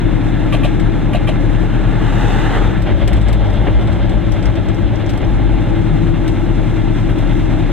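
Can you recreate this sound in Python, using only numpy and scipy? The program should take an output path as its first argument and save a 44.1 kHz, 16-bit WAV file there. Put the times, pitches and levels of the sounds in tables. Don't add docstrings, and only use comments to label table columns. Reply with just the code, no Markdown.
import sys
import numpy as np
from scipy.fft import rfft, irfft, next_fast_len
from scipy.io import wavfile
from scipy.ndimage import uniform_filter1d, minimum_filter1d, map_coordinates

SR = 44100
rng = np.random.default_rng(int(sys.argv[2]) if len(sys.argv) > 2 else 0)


def unload_wav(signal):
    wavfile.write(
        sys.argv[1],
        SR,
        np.round(np.clip(np.atleast_2d(signal).T, -1, 1) * 32767).astype(np.int16),
    )


N = 340452

# (time [s], surges so far [count], firings per surge from then on [count])
LOPE = [(0, 0.6, 4), (2.67, 27, 6), (3.06, 30, 7), (3.61, 34, 7), (3.73, 35, 6), (4.29, 40, 6),
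        (5.26, 49, 4), (5.69, 54, 4), (5.89, 56, 4), (6.8, 65, 4), (7.72, 73.8, 4)]
# (time [s], throttle [0-1], misfiring [0-1])
DRIVE = [(2.7, 0.3, 0.25), (2.9, 0.92, 0.6), (3.3, 0.78, 0.1), (3.55, 0.94, 0.7), (3.8, 0.83, 0.2),
         (4.4, 0.78, 0.87), (5.15, 0.82, 0.93), (5.45, 0.5, 0.26), (5.85, 0.54, 0.43)]
# (frequency [Hz], width [Hz], relative level [dB], left over right [dB], left lead [rad])
CABIN_MODES = [(88, 22.5, -9.5, -2.5, 1.75), (114.1, 16.3, -10.5, 11, 1.7), (155, 23, -4, 0.5, 1.45),
               (183.8, 11, -8, -8, 0.75), (203.9, 36.3, -6, 3.5, 1.04)]
PANEL_MODES = [(273.4, 15.8, 3.5, 2, 1.6), (292.7, 19.6, 3, 1.8, 1.25), (323.2, 24.8, -1.5, 14.3, 2.64),
               (348.3, 26, -7, 2.8, 1.2)]
BUZZ_MODE = [(328.7, 15.6, 0, 13, 1.4)]
SHELL_MODE = [(37.2, 8, 0, 5.5, 0.73)]
# (frequency [Hz], width [Hz], relative level [dB])
FIN_MODES = [(1334, 54, 2), (1620, 300, -2), (2090, 128, 0), (2755, 58, -3.5), (3340, 170, -12),
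             (3584, 234, -8)]
INTAKE_MODES = [(574, 53, 7.5), (650, 76, 1), (3220, 800, -11.5)]
# (time [s], level [dB])
THROB_LEVEL = [(0, -18.5), (2.1, -16), (2.65, -15.5), (2.85, -17), (3.55, -12.5), (4.25, -21), (4.8, -25),
               (5.15, -20), (5.35, -12.5), (5.52, -12), (5.8, -18.5), (7.72, -18)]
GROWL_LEVEL = [(0, -20.5), (2.6, -24), (3.2, -32), (4.2, -25.5), (5.2, -24.5), (5.8, -24.5), (6.5, -23),
               (7.72, -21)]
BUZZ_LEVEL = [(0, -35), (2.7, -32.5), (3.3, -31), (5.2, -33.5), (5.8, -21), (6.4, -24.5), (7.0, -27.5),
              (7.72, -37.5)]
SINGING_LEVEL = [(0, -41), (1.2, -44.5), (2.0, -39), (2.5, -30.5), (2.9, -45), (3.6, -66)]
TYRE_LEVEL = [(0, -30.5), (0.5, -29), (1.1, -30), (1.8, -30), (2.9, -30.5), (3.7, -27.5), (4.1, -30.5),
              (5.1, -30.5), (5.65, -28.5), (6.2, -31.5), (7.72, -30)]
# (time [s], relative rasp level [dB], hiss level [dB])
FAN_LEVEL = [(0, -33, -55.5), (1, -34.5, -56.5), (3.8, -34.5, -57), (4.7, -35, -58.5), (5.6, -34, -56.5),
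             (6.3, -34.5, -55.5), (7.72, -33, -53.5)]
# (time [s], swing [dB])
CLATTER_SWING = [(0, 0.2), (2.6, 1.8), (4.5, 1.3), (5.5, 0.5), (5.9, 1.7), (7.72, 1.4)]
# (time [s], relative peak [dB], frequency [Hz])
BOOMS = [(2.82, -26, 49), (2.946, -6.5, 47), (3.032, -11.5, 56.6), (3.153, -10, 60), (3.259, -27, 52.5),
         (3.337, -17, 53), (3.429, -22, 51), (3.55, -14, 49.4), (3.693, -10, 55.5), (3.781, -7.5, 57),
         (3.893, -9.5, 60), (4.019, -10, 50.7), (4.108, -13, 48), (4.176, -12, 47.3), (4.272, -14, 52.4),
         (4.34, -12.5, 52), (4.481, -9.5, 52.4), (4.591, -15, 57.6), (4.688, -12.5, 57.3),
         (4.859, -13, 50.7), (4.92, -14.5, 51.6), (5.13, -18, 48.6)]
# (time [s], ring level [dB], knock level [dB])
CLACKS = [(0.5234, -19, -10.5), (0.632, -20, -10), (1.1308, -21.5, -7), (1.2718, -21, -8)]
# (frequency [Hz], relative level [dB], t60 [s], attack [s])
LEVER_MODES = [(1164, 6.5, 0.084, 0.011), (1910, -10, 0.1, 0.002), (2400, -2.5, 0.082, 0.0022),
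               (2670, -9, 0.061, 0.002), (3150, -7.5, 0.091, 0.002), (3920, -20, 0.055, 0.001),
               (11150, -23, 0.078, 0.0004), (11270, -28, 0.089, 0.0004)]
MOUNT_MODES = [(620, 0, 0.059, 0.0012), (695, -6, 0.09, 0.0026), (883, -15.5, 0.06, 0.001)]
# (time [s], tick [dB], sizzle [dB], clink [dB])
TICKS = [(0.7971, -35, -54, -57), (2.82, -37, -52, -53), (3.076, -28.5, -41.5, -41),
         (3.1303, -29.5, -46, -48), (3.1642, -40, -56, -59), (3.2131, -36, -54, -50),
         (3.283, -32, -52, -61), (3.328, -32, -46, -50), (3.4994, -41, -60, -54), (3.53, -41, -60, -55),
         (3.81, -42, -63, -61), (3.872, -38, -62, -61), (3.926, -40, -62, -57), (4.0941, -37, -63, -55),
         (4.319, -39, -48, -42), (4.338, -61, -58, -50), (4.426, -34.5, -65, -54),
         (4.4556, -36, -68, -40.5), (4.554, -43, -64, -54), (4.685, -37.5, -66, -51),
         (4.745, -48, -57, -50), (4.9561, -55, -71, -45), (5.063, -46, -66, -46), (5.093, -35, -59, -44),
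         (5.101, -38, -50, -48), (5.134, -52, -66, -49), (5.175, -38, -52, -54), (5.217, -53, -68, -51),
         (5.246, -52, -62, -50), (6.2776, -32, -49, -44), (7.0978, -54, -54, -63), (7.186, -42, -51, -50),
         (7.3294, -58, -56, -59)]
# (time [s], level [dB])
BUMPS = [(2.862, -10), (2.889, -10), (3.012, -15.5), (3.076, -12), (3.113, -11.5), (3.14, -13),
         (3.284, -12), (3.55, -21), (3.666, -7), (3.786, -16.5), (3.876, -13), (3.982, -17), (4.455, -19),
         (4.565, -16), (4.683, -19), (5.034, -23), (5.222, -12.5), (5.488, -15)]
# (frequency [Hz], relative density [dB])
FAN_SPECTRUM = [(600, 0.5), (900, 2), (1150, -2), (1400, -2), (1700, -4), (1930, -6.5), (2400, -6),
                (3100, -9.5), (3700, -11.5), (4050, -13.5), (4450, -24.5), (5000, -35.5), (6000, -85)]
HISS_SPECTRUM = [(3500, -21), (4700, -1), (6000, 3.5), (7000, 2), (8000, 3.5), (9000, -2.5), (9700, -7),
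                 (11500, -6), (13500, -11), (15500, -25)]
SCRAPE_SPECTRUM = [(1500, -20), (2600, 7), (3900, -10), (4900, -21.5), (9000, -21), (14000, -41)]
JUDDER_SPECTRUM = [(1300, -14), (1750, 3.5), (2500, -2), (3150, 3), (3600, -10), (3900, 3.5), (4400, -12),
                   (5000, -30), (8000, -17), (10000, -29), (11200, -14), (12200, -39), (15000, -37)]
ROAR_SPECTRUM = [(200, -4), (440, 13.5), (650, 3.5), (850, 10.5), (1000, -2.5), (1150, 1.5), (1340, 3.5),
                 (1530, 5), (1800, -7), (2000, -0.5), (2250, -9), (2780, -4.5), (3150, -7.5), (3700, -8.5),
                 (4800, -28.5), (7000, -72)]
TREAD_SPECTRUM = [(3500, -5), (4800, -8.5), (6300, -2.5), (8000, -3), (9800, -14), (12300, -12.5),
                  (15500, -29)]
BUMP_SPECTRUM = [(120, -21), (310, 16.5), (480, 2), (590, 7.5), (850, -2), (1300, -10.5), (2050, -6.5),
                 (2600, -13), (3300, -15), (5000, -66)]
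TICK_SPECTRUM = [(900, -23), (1900, 18.5), (2600, 12.5), (3700, 14), (4800, -0.5), (7000, -6), (7900, 6.5),
                 (9200, -7), (12000, -36), (15500, -35)]
SIZZLE_SPECTRUM = [(7000, -19), (10500, 4), (12500, 1), (14500, -7), (15600, -15)]
TYRE_SPECTRUM = [(200, -12), (400, 3.5), (490, 0.5), (560, 3.5), (700, -2), (840, 1.5), (960, -9.5),
                 (1250, -13.5), (2000, -14.5), (4000, -50.5)]
RUMBLE_SPECTRUM = [(15, -22), (30, 0.5), (52, 5), (69, -2), (92, 4.5), (140, -2), (190, 0), (243, -11.5),
                   (330, -2.5), (420, -21.5), (700, -69)]
# (frequency [Hz], coherence [0-1])
COHERENCE = [(60, 0.42), (360, 0.48), (640, 0.71), (1200, 0.71), (2100, 0.93), (3700, 0.89), (4800, 0.41)]
# (frequency [Hz], left over right [dB])
BALANCE = [(60, 10), (300, 3), (600, -0.5), (1000, -1), (3800, 0.3), (5000, 6), (14000, 1.5)]
# (frequency [Hz], side gain [dB])
STEREO_WIDTH = [(4000, 0), (5000, 11), (6100, 8.5), (7300, -1), (8500, -3), (9600, 12), (11000, 0),
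                (12000, 3.5)]


def crank():
    t = np.arange(N) / SR
    times, surges, per_surge = np.transpose(LOPE)
    surge = np.interp(t, times, surges)
    step = np.gradient(surge) * per_surge[np.searchsorted(times, t, side="right") - 1]
    cycle = surges[0] * per_surge[0] + np.cumsum(uniform_filter1d(step, size=5000))
    return cycle + 0.034 * wobble(14), surge


def exhaust_throb(cycle, surge):
    _, misfire = curves(DRIVE)
    steady = np.sqrt(2) * np.real(mic_pair(5.2, 1.2) * amp(0.46 * wobble(30)) * np.exp(2j * np.pi * cycle))
    lurch = resonate(firings(cycle, scatter=0.56, jitter_s=0.001, puff=0.61), SHELL_MODE)
    throb = np.sqrt(1 - misfire ** 2) * steady + misfire * lurch
    return amp(curves(THROB_LEVEL)[0] + lope(surge, -0.25)) * throb


def cabin_drone(cycle, surge):
    _, misfire = curves(DRIVE)
    burn = amp(5.3 * lope(surge, 0.25) + 2 * lope(surge / 2, 0))
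    drone = resonate(burn * firings(cycle, scatter=0.45, jitter_s=0.0008, puff=0.15), CABIN_MODES)
    return amp(-22 - 3 * misfire + 0.68 * lope(surge, 0.031) + 0.27 * wobble(22)) * drone


def chug(surge):
    throttle, _ = curves(DRIVE)
    times, surges, _ = np.transpose(LOPE)
    nearest = np.round(surge).astype(int)
    size, detune, shift = rng.standard_normal((nearest[-1] + 1, 3))[nearest].T
    since = np.arange(N) / SR - np.interp(nearest, surges, times)
    alternate = (-1.0) ** nearest
    hz = 116.6 - 11 * throttle + 3 * alternate + 0.9 * detune
    phase = 0.5 * alternate + 0.25 * shift
    note = np.real(mic_pair(2.1, 1.0) * np.exp(1j * (2 * np.pi * hz * since + phase)))
    envelope = amp(0.9 * size) * np.cos(np.pi * (surge - nearest))
    return amp(-20 - 0.5 * throttle) * unit(envelope * note)


def exhaust_booms(half_length_s=0.024, gain_db=2.1):
    t, out = np.arange(N) / SR, np.zeros((2, N))
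    for (time, db, hz), (phase, lead) in zip(BOOMS, rng.random((len(BOOMS), 2))):
        near = np.abs(t - time) < 4 * half_length_s
        since = t[near] - time
        note = np.real(mic_pair(5.7, 1.4 + 1.05 * lead) * np.exp(2j * np.pi * (hz * since + phase)))
        out[:, near] += amp(db + gain_db) * np.exp(-(since / half_length_s) ** 2 / 2) * note
    return out


def exhaust_bark(cycle, surge, bark_s=6, half_length_s=0.12):
    throttle, _ = curves(DRIVE)
    window = np.exp(-((np.arange(N) / SR - bark_s) / half_length_s) ** 2 / 2)
    bark = amp(-25 + 12 * lope(surge, 0.52) + 1.3 * wobble(21.1)) * window
    hum = amp(-31 + 0.89 * wobble(6.9)) * (1 - throttle)
    return (bark + hum) * np.sqrt(2) * np.real(mic_pair(4.0, 1.3) * np.exp(2j * np.pi * 4 * cycle))


def panels(cycle, surge):
    throttle, _ = curves(DRIVE)
    growl = resonate(firings(cycle, scatter=0.64, jitter_s=0.00071, puff=0.5), PANEL_MODES)
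    buzz = resonate(firings(cycle, scatter=0.21, jitter_s=0.00083, puff=0.44), BUZZ_MODE)
    swing_db = 2.9 * (1 - throttle) * lope(surge, -0.54) + 2 * limp(surge) + 0.6 * wobble(22)
    return amp(curves(GROWL_LEVEL)[0] + swing_db) * growl + amp(curves(BUZZ_LEVEL)[0]) * buzz


def engine_clatter(cycle, surge):
    throttle, _ = curves(DRIVE)
    fan_db, hiss_db = curves(FAN_LEVEL)
    firing_db = 0.35 * np.cos(2 * np.pi * cycle)
    surge_db = curves(CLATTER_SWING)[0] * lope(surge, 0.042 + 0.28 * throttle) + 0.7 * limp(surge)
    rasp = amp(firing_db + wobble(130) + surge_db)
    fan = amp(fan_db + 1.6) * unit(rasp * rush(FAN_SPECTRUM))
    slap = amp(firing_db + 1.96 * wobble(40) + 0.9 * surge_db)
    fins = amp(fan_db - 6 + throttle) * unit(slap * ring(FIN_MODES))
    hiss = amp(hiss_db) * unit(rasp ** 0.39 * amp(1.2 * wobble(29)) * rush(HISS_SPECTRUM))
    intake = amp(-32) * throttle ** 2 * unit(slap * ring(INTAKE_MODES))
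    singing = amp(curves(SINGING_LEVEL)[0]) * unit(slap * ring([(1728, 220, 0)]))
    return fan + fins + hiss + intake + singing


def lever(stop_delay_s=0.0168):
    times, ring_db, knock_db = np.transpose(CLACKS)
    stops = times + stop_delay_s
    scrape = blows(times, ring_db - 3, attack=0.0095, t60=0.18)
    scrape = scrape * amp(3 * wobble(400)) * rush(SCRAPE_SPECTRUM)
    judder = blows(stops, ring_db - 4, attack=0.003, t60=0.091)
    judder = judder * unit(amp(2.5 * wobble(300)) * rush(JUDDER_SPECTRUM))
    return struck(times, ring_db, LEVER_MODES) + scrape + judder + struck(stops, knock_db, MOUNT_MODES)


def oncoming_car(nearest_s=2.283, distance_over_speed_s=0.45, hidden_s=2.733, fade_s=0.035):
    t = np.arange(N) / SR
    roar = rush(ROAR_SPECTRUM)
    lag_s = 0.001106 / np.hypot(1, (t - nearest_s) / distance_over_speed_s)
    bounce = np.array([np.interp(t - lag_s, t, channel) for channel in roar])
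    tyres = amp(-20.5) * swell(peak_s=2.457, rise_s=0.29, fall_s=0.26) * unit(roar + 0.28 * bounce)
    tread = amp(-45) * swell(peak_s=2.32, rise_s=0.17, fall_s=0.26) * rush(TREAD_SPECTRUM)
    in_view = (1 - np.tanh((t - hidden_s) / fade_s / 2)) / 2
    flutter = amp(0.7 * wobble(29.98) + 0.68 * wobble(140))
    return in_view * flutter * (tyres + tread)


def bumps():
    times, levels_db = np.transpose(BUMPS)
    return blows(times, levels_db, attack=0.007, t60=0.11) * rush(BUMP_SPECTRUM)


def loose_trim(bounce_s=0.015, bounce_db=-14, chatter_from_s=3.1, chatter_to_s=7.5):
    times, tick_db, sizzle_db, clink_db = np.transpose(TICKS)
    contacts = np.r_[times, times + bounce_s]
    tick = blows(contacts, np.r_[tick_db, tick_db + bounce_db] + 3.5, attack=0.00055, t60=0.078)
    sizzle = blows(contacts, np.r_[sizzle_db, sizzle_db + bounce_db] + 4, attack=0.0003, t60=0.043)
    clink = blows(times, clink_db + 2.5, attack=0.0003, t60=0.048)
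    trim = tick * rush(TICK_SPECTRUM) + sizzle * rush(SIZZLE_SPECTRUM) + clink * ring([(5730, 2500, 0)])
    when, force = rng.random((45, 2)).T
    chatter_times = chatter_from_s + when * (chatter_to_s - chatter_from_s)
    chatter = blows(chatter_times, -60 + 14 * force ** 2, attack=0.0003, t60=0.016)
    return trim + chatter * rush(HISS_SPECTRUM)


def road_noise():
    flutter = amp(1.35 * wobble(20) + 0.8 * wobble(60))
    tyres = amp(curves(TYRE_LEVEL)[0]) * unit(flutter * rush(TYRE_SPECTRUM))
    return tyres + amp(-20) * rush(RUMBLE_SPECTRUM)


def firings(cycle, scatter, jitter_s, puff):
    starts = np.flatnonzero(np.diff(np.floor(cycle)) > 0)
    size, delay = rng.standard_normal((len(starts), 2)).T
    at = np.clip(starts + jitter_s * SR * delay, 0, N - 1).astype(int)
    pulses = np.bincount(at, np.abs(1 + scatter * size), N)
    gas = np.exp(-2 * (cycle % 1)) * rng.standard_normal(N)
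    return unit(pulses) + puff * unit(gas)


def lope(surge, lead):
    return np.cos(2 * np.pi * (surge + lead))


def limp(surge):
    throttle, _ = curves(DRIVE)
    return np.clip(2 * (1 - throttle), 0, 1) * lope(surge * 3 / 2, 0)


def resonate(x, modes):
    ringing = unit(filtered(x, lambda f: sum(amp(db) * resonance(f, hz, width) * mic_pair(side_db, lead)
                                             for hz, width, db, side_db, lead in modes)))
    power = uniform_filter1d(uniform_filter1d(np.mean(ringing ** 2, axis=0), size=2600), size=1800)
    return ringing / np.sqrt(np.abs(power) + 1e-6)


def struck(times, levels_db, modes):
    out, t = np.zeros((2, N + SR)), np.arange(SR // 4) / SR
    for time, db, chance in zip(times, levels_db, rng.standard_normal((len(times), len(modes), 3))):
        for (hz, mode_db, t60, attack), (size, detune, phase) in zip(modes, chance):
            note = np.exp(2j * np.pi * (hz * (1 + 0.0031 * detune) * t + phase))
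            envelope = amp(db + mode_db + size - 60 * t / t60) * (1 - np.exp(-t / attack))
            out[:, int(time * SR):][:, :len(t)] += envelope * np.real(mic_pair(-0.88, 0.69) * note)
    return out[:, :N]


def blows(times, levels_db, attack, t60):
    power, t = np.zeros(N + SR), np.arange(SR // 2) / SR
    shape = (1 - np.exp(-t / attack)) * amp(-60 * t / t60)
    for time, db in zip(times, levels_db):
        power[int(time * SR):][:len(t)] += (amp(db) * shape) ** 2
    return np.sqrt(power[:N])


def swell(peak_s, rise_s, fall_s):
    t = np.arange(N) / SR - peak_s
    return 1 / (1 + (np.sqrt(2) - 1) * (t / np.where(t < 0, rise_s, fall_s)) ** 2)


def cabin_noise(gain):
    def mid_side_gain(f):
        angle = np.arccos(along(COHERENCE, f)) / 2
        return gain(f) * np.array([np.cos(angle), np.sin(angle)])
    mid, side = filtered(rng.standard_normal((2, N)), mid_side_gain)
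    return unit(filtered(np.array([mid + side, mid - side]), lambda f: mic_pair(along(BALANCE, f), 0)))


def rush(spectrum):
    return cabin_noise(lambda f: amp(along(spectrum, f)))


def ring(modes):
    return cabin_noise(lambda f: sum(amp(db) * abs(resonance(f, hz, width)) for hz, width, db in modes))


def mic_pair(balance_db, lead_rad):
    sign = np.array([[0.5], [-0.5]])
    return amp(sign * balance_db) * np.exp(1j * sign * lead_rad)


def resonance(f, hz, width):
    return (1j * f * width / (hz * hz - f * f + 1j * f * width)) ** 2


def filtered(x, response):
    size = next_fast_len(N + SR // 2)
    return irfft(rfft(x, size) * response(np.fft.rfftfreq(size, 1 / SR)), size)[..., :N]


def wobble(rate):
    return map_coordinates(rng.standard_normal(4096), [np.arange(N) * rate / SR], mode="mirror")


def curves(rows):
    times, *columns = np.transpose(rows)
    return [np.interp(np.arange(N) / SR, times, column) for column in columns]


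def along(points, hz):
    freqs, values = np.transpose(points)
    return np.interp(np.log(hz + 1), np.log(freqs), values)


def amp(db):
    return 10 ** (np.asarray(db) / 20)


def unit(x):
    return x / np.sqrt(np.mean(x ** 2) + 1e-20)


def scene():
    cycle, surge = crank()
    engine = exhaust_throb(cycle, surge) + cabin_drone(cycle, surge) + panels(cycle, surge)
    engine += chug(surge) + exhaust_booms() + exhaust_bark(cycle, surge) + engine_clatter(cycle, surge)
    return engine + road_noise() + oncoming_car() + lever() + loose_trim() + bumps()


def record(dry, ceiling=0.93, top_hz=15700):
    mid = (dry[0] + dry[1]) / 2
    side = filtered((dry[0] - dry[1]) / 2, lambda hz: amp(along(STEREO_WIDTH, hz)))
    pair = np.array([mid + side, mid - side])
    needed = np.minimum(1, ceiling / (np.abs(pair).max(axis=0) + 1e-9))
    gain = uniform_filter1d(minimum_filter1d(needed, size=600), size=500)
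    return filtered(pair * gain, lambda hz: hz < top_hz)


dry = scene()
out = record(dry)
unload_wav(out)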